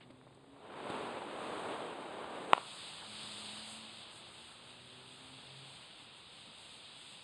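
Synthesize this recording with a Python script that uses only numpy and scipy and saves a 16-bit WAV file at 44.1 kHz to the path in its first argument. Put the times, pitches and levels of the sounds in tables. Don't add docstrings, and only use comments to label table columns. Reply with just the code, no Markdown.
import sys
import numpy as np
from scipy import signal
from scipy.fft import rfft, irfft
from scipy.io import wavfile
from scipy.ndimage import map_coordinates

SR = 44100
rng = np.random.default_rng(int(sys.argv[2]) if len(sys.argv) > 2 else 0)


def put_to_file(sound):
    columns = np.atleast_2d(sound).T
    safe = np.clip(columns, -1, 1)
    whole_steps = np.round(safe * 32767)
    wavfile.write(sys.argv[1], SR, whole_steps.astype(np.int16))


N = 318843
TIME = np.arange(N) / SR
BURST_S = 2.533

# (frequency [Hz], gain [dB])
FIZZ_SPECTRUM = [(2500, -55), (4500, -13), (6300, 0), (8300, -1), (13000, -6.5)]
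# (time [s], half-length [s], lift [dB])
FIZZ_SPURTS = [(0.72, 0.14, -2.5), (1.53, 0.27, 2.5), (3.74, 0.092, 4.5), (4.07, .03, -7),
               (4.15, 0.039, 3.5), (4.5, 0.24, 3.5), (5.2, 0.08, 2), (5.48, 0.15, -3), (5.76, 0.07, 2.5),
               (5.9, .04, -5), (6.09, 0.032, -9), (6.74, 0.12, 1.5), (6.9, 0.054, -11), (7.06, 0.11, 3)]


def burst():
    # (frequency [Hz], gain [dB])
    crack_spectrum = [(30, -56), (120, -22.5), (300, -14.5), (600, -7.5), (1020, 1.5), (1380, -4),
                      (1640, -20), (1850, -12), (2300, -14), (2780, -10.5), (3900, -22.5), (4800, -37),
                      (6900, -22), (8500, -26), (12000, -32)]
    # (frequency [Hz], gain [dB])
    scatter_spectrum = [(30, -44), (120, -18), (300, -9.5), (600, -6), (1100, -0.3), (1380, -1),
                        (1680, -15), (2500, -10), (3900, -21), (7000, -26), (12000, -36)]
    # (delay [s], gain [dB], low-pass cutoff [Hz])
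    echoes = [(.0170, -26.5, 9000), (.0197, -33, 4000), (.033, -32, 3000), (.0462, -18.6, 1700),
              (.0460, -31, 9000)]
    paths = signal.unit_impulse(N, int(BURST_S * SR))
    for delay, db, cutoff_hz in echoes:
        echo = signal.unit_impulse(N, int((BURST_S + delay) * SR))
        paths += undb(db) * signal.lfilter(*signal.butter(2, cutoff_hz, fs=SR), echo)
    age = np.maximum(TIME - BURST_S, 0)
    reflections = unit((rng.random(N) < 2500 / SR) * rng.standard_normal(N))
    near = undb(-50.5) * np.exp(-age / 0.044) * reflections
    trees = undb(-56.5) * np.exp(-age / 0.098) * rng.standard_normal(N)
    scatter = (near + trees) * ramp(BURST_S, 0.027)
    return peak(colour(paths, crack_spectrum) + colour(scatter, scatter_spectrum), db=-2.1)


def jet():
    # (time [s], relative level [dB])
    jet_levels = [(0.45, -68.5), (0.6, -60), (0.69, -53), (0.76, -48.5), (0.84, -46.5), (0.92, -42),
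                  (1.03, -43), (1.27, -46.5), (1.52, -42.5), (1.72, -42.5), (1.97, -46.5), (2.5, -46)]
    # (time [s], half-length [s], lift [dB])
    sputters = [(2.08, 0.0092, -0.5), (2.21, 0.018, 1), (2.29, 0.022, -1), (2.37, 0.064, 1),
                (2.46, .025, -0.5)]
    # (frequency [Hz], gain [dB])
    roar_spectrum = [(30, -43), (100, -16), (200, -5.5), (290, -2), (390, 1.5), (700, -1.5), (1020, -2),
                     (1400, -8), (2000, -14.5), (2700, -14), (3700, -15.5), (5000, -22), (12000, -30)]
    force = undb(curve(jet_levels) + lifts_db(sputters))
    roar = turbulence(roar_spectrum, flicker_db=0.5, flicker_rate=25, surge_db=-0.4, surge_rate=60)
    crackle = grains(roar_spectrum, rate=1600, spread_db=1.8)
    fizz = grains(FIZZ_SPECTRUM, rate=10000, spread_db=2.5)
    flow = undb(0.5) * roar + undb(-5) * crackle
    smoulder = signal.lfilter(*signal.butter(1, 596, fs=SR), flow) * undb(-72 - 2 * TIME)
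    gas = flow * force + smoulder * (1 - ramp(0.6, 0.16))
    gas += fizz * np.hypot(force * undb(-9 + lifts_db(FIZZ_SPURTS)), undb(-67.5))
    return gas * (1 - ramp(BURST_S, 0.0062))


def blaze():
    # (time [s], relative level [dB])
    blaze_levels = [(2.62, -55), (2.8, -51.5), (3.02, -53.5), (3.22, -50.5), (3.45, -50.5), (3.68, -52),
                    (3.78, -53.5), (4.0, -55.5), (4.3, -56.5), (4.95, -58), (5.5, -55.5), (6.15, -57.5),
                    (6.75, -55.5), (7.2, -56)]
    # (frequency [Hz], gain [dB])
    hiss_spectrum = [(1000, -28.5), (2000, -12), (2700, -2.5), (3600, 0.5), (4600, -0.5), (6500, -7.5),
                     (9000, -8), (13000, -28)]
    # (frequency [Hz], gain [dB])
    flame_spectrum = [(30, -25), (110, -5), (200, -3.5), (450, -2.5), (900, 0.5), (1300, -1.5),
                      (2000, -8.5), (4000, -21.5), (10000, -26)]
    blaze_db = curve(blaze_levels)
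    settled_db, sag_db_per_s = -57, 1.04
    excess_db = blaze_db - settled_db
    flame_db = -58 + 0.62 * excess_db - sag_db_per_s * (TIME - BURST_S)
    fizz_db = -55.5 + 1.3 * excess_db + lifts_db(FIZZ_SPURTS)
    hiss = turbulence(hiss_spectrum, flicker_db=0.5, flicker_rate=13, surge_db=0.5, surge_rate=34)
    flame = turbulence(flame_spectrum, flicker_db=-0.7, flicker_rate=13, surge_db=0.5, surge_rate=20)
    fizz = grains(FIZZ_SPECTRUM, rate=12000, spread_db=1.5) * undb(1.7 * wander(16))
    treble = signal.sosfiltfilt(signal.butter(4, 4180, "highpass", fs=SR, output="sos"), hiss)
    hiss = hiss + treble * (undb(blaze_db - blaze_db.mean()) - 1)
    fire = hiss * undb(blaze_db + 4) + flame * undb(flame_db) + fizz * undb(fizz_db)
    return fire * ramp(BURST_S, 0.01)


def spits(size=16384):
    # (time [s], nominal peak [dB], low edge [Hz], high edge [Hz], decay [s])
    pockets = [(.005, -51, 1400, 3800, .015), (.008, -53, 350, 1100, .008), (.022, -52.5, 2000, 3500, .012),
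               (.103, -46.5, 110, 400, .0045), (.1025, -49, 700, 4500, .006),
               (.106, -51.5, 2200, 9000, .006), (.2135, -48, 650, 1600, .0015),
               (.2678, -46, 350, 800, .002), (.2735, -50, 700, 1100, .003),
               (.2788, -55.5, 1400, 2500, .001), (.308, -49.5, 400, 950, .0015),
               (.3285, -55.5, 1700, 3000, .002), (.345, -50.5, 4300, 9500, .007),
               (.374, -49.5, 300, 650, .004), (.44, -51, 350, 850, .005), (.563, -48, 400, 900, .003),
               (.74, -38, 650, 1500, .001), (.803, -36, 400, 1500, .001), (.869, -35, 250, 700, .001),
               (.896, -32.5, 450, 1100, .002), (.898, -34.5, 1800, 10500, .007),
               (.901, -29, 110, 480, .0015), (3.015, -46.5, 500, 1400, .025),
               (3.5325, -38, 1500, 6000, .001), (4.009, -41, 1500, 6000, .001),
               (6.47, -56.5, 160, 260, .025), (6.533, -45, 1500, 7000, .001)]
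    crossover_s = 0.0042
    out, age = np.zeros(N + size), np.arange(size) / SR
    for time, db, low_hz, high_hz, decay in pockets:
        band = signal.butter(2, [low_hz, high_hz], "bandpass", fs=SR, output="sos")
        snap = signal.sosfilt(band, signal.unit_impulse(size))
        puff = signal.sosfilt(band, rng.standard_normal(size)) * age * np.exp(-2 * age / decay)
        snap_share = 1 / (1 + (decay / crossover_s) ** 2)
        spit = snap_share * peak(snap, 0) + (1 - snap_share) * peak(puff, 0)
        start = int(time * SR)
        out[start:start + size] += peak(spit, db)
    return out[:N]


def ember():
    # (frequency [Hz], gain [dB])
    flare_spectrum = [(1500, -25), (2600, -12), (3600, -5), (4500, -5), (6500, -20), (12000, -36)]
    start_s, attack_s, decay_s = 2.26, 0.43, 0.63
    dying = np.exp(-np.maximum(TIME - start_s - attack_s, 0) / decay_s)
    fizz = grains(FIZZ_SPECTRUM, rate=9000, spread_db=2) * ramp(start_s, attack_s) * dying
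    flare = unit(colour(rng.standard_normal(N), flare_spectrum)) * bump(3.99, 0.11)
    return fizz * undb(-48) + flare * undb(-54)


def engine():
    # (start [s], throttle opens [s], end [s], initial firing rate [Hz],
    # rise [Hz/s], base level [dB], tilt [dB/harmonic])
    pulls = [(-0.1, 0.002, 0.74, 123.6, 28, -66.5, -3), (2.944, 3.452, 5.83, 105.6, 13.4, -70.5, -1)]
    # (time [s], half-length [s], harmonic [number], lift [dB])
    swells = [(0.14, 0.09, 2, 8), (0.3, .06, 2, -6), (0.51, 0.08, 2, 9), (0.62, 0.14, 1, -7),
              (0.7, .06, 2, -9), (3.14, 0.18, 2, 9.5), (3.3, .09, 3, 4), (3.53, 0.25, 2, 14),
              (3.84, 0.16, 2, 8.5), (3.78, .1, 1, -7), (4.17, .15, 2, -8), (4.47, .14, 1, -8),
              (3.72, .2, 3, -6), (4.48, .09, 3, -9), (5.03, 0.1, 1, 5.5), (4.98, 0.13, 3, 4.5),
              (4.25, .12, 3, 2.5), (5.0, .14, 2, 4), (5.28, 0.12, 2, 7.5), (5.29, .08, 3, -10),
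              (5.5, .07, 3, 2.5), (5.58, 0.15, 1, 11), (5.68, .2, 2, -7), (5.74, .09, 3, -8)]
    fade_s, rate_waver, jitter_rad = 0.12, 0.006, 0.17
    out = np.zeros(N)
    for start, opens, end, initial_hz, rise, db, tilt_db in pulls:
        firing_hz = initial_hz + rise * np.clip(TIME - opens, 0, end - opens)
        phase = 2 * np.pi * np.cumsum(firing_hz * (1 + rate_waver * wander(20))) / SR
        envelope = undb(db) * ramp(start, fade_s) * (1 - ramp(end - fade_s, fade_s))
        for harmonic in (1, 2, 3):
            swell_db = lifts_db((time, half, lift) for time, half, k, lift in swells if k == harmonic)
            gain = undb((harmonic - 1) * tilt_db + swell_db + wander(15))
            tone = np.sqrt(2) * np.sin(harmonic * phase + jitter_rad * wander(35))
            out += envelope * gain * tone
    return out


def town():
    # (frequency [Hz], gain [dB])
    traffic_spectrum = [(25, -25.5), (50, -10), (85, -5.5), (125, 0.5), (180, -2), (350, -9), (600, -10),
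                        (1000, -31.5), (2000, -20.5), (2900, -21), (3900, -16), (10000, -37)]
    hum = turbulence(traffic_spectrum, flicker_db=0.8, flicker_rate=7, surge_db=0.3, surge_rate=2)
    return hum * undb(-65 - 3 * ramp(5.8, 1.3))


def turbulence(spectrum, flicker_db, flicker_rate, surge_db, surge_rate):
    octave = np.log2(np.maximum(np.fft.rfftfreq(N, 1 / SR), 1) / 25)
    flow = np.zeros(N)
    for k in range(10):
        band = np.sqrt(np.maximum(1 - abs(octave - k), 0))
        noise = rng.standard_normal(len(band)) + 1j * rng.standard_normal(len(band))
        flow += irfft(band * noise, N) * undb(flicker_db * wander(flicker_rate))
    return unit(colour(flow * undb(surge_db * wander(surge_rate)), spectrum))


def grains(spectrum, rate, spread_db):
    sizes = undb(spread_db * np.minimum(rng.exponential(size=N), 6))
    pops = (rng.random(N) < rate / SR) * sizes * rng.choice([-1, 1], N)
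    return unit(colour(pops, spectrum))


def colour(x, spectrum, size=8192):
    hz, db = np.transpose(spectrum)
    bins_hz = np.maximum(np.fft.rfftfreq(size, 1 / SR), 1)
    gain = undb(np.interp(np.log(bins_hz), np.log(hz), db))
    cepstrum = irfft(np.log(gain))
    cepstrum[1:size // 2] *= 2
    cepstrum[size // 2 + 1:] = 0
    return signal.fftconvolve(x, irfft(np.exp(rfft(cepstrum))))[:len(x)]


def wander(rate):
    knots = rng.standard_normal(4096)
    return unit(map_coordinates(knots, [TIME * rate], order=3, mode="wrap"))


def curve(table):
    return np.interp(TIME, *np.transpose(table))


def ramp(start_s, length_s):
    return np.clip((TIME - start_s) / length_s, 0, 1)


def bump(centre_s, half_length_s):
    return np.exp(-((TIME - centre_s) / half_length_s) ** 2)


def lifts_db(rows):
    return sum(db * bump(time, half) for time, half, db in rows)


def undb(db):
    return 10 ** (np.asarray(db) / 20)


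def unit(x):
    return x / np.std(x)


def peak(x, db):
    return x * undb(db) / abs(x).max()


def scene():
    fire = jet() + spits() + ember() + burst() + blaze()
    return (fire + engine() + town())[None]


def record(dry):
    # (frequency [Hz], gain [dB])
    response = [(3800, -0.5), (4200, -5), (4700, -6), (5200, -14.5), (5600, -45), (5900, -33), (6400, -19),
                (7100, -18.5), (7700, -11), (8400, -6), (9900, -13), (10800, -31.5), (11500, -28),
                (13000, -35.5)]
    ceiling, top_hz = 0.66, 12800
    rounded = dry[0] / (1 + (dry[0] / ceiling) ** 6) ** (1 / 6)
    lowpass = signal.ellip(8, 0.2, 70, top_hz, fs=SR, output="sos")
    return signal.sosfilt(lowpass, colour(rounded, response))[None]


dry = scene()
out = record(dry)
put_to_file(out)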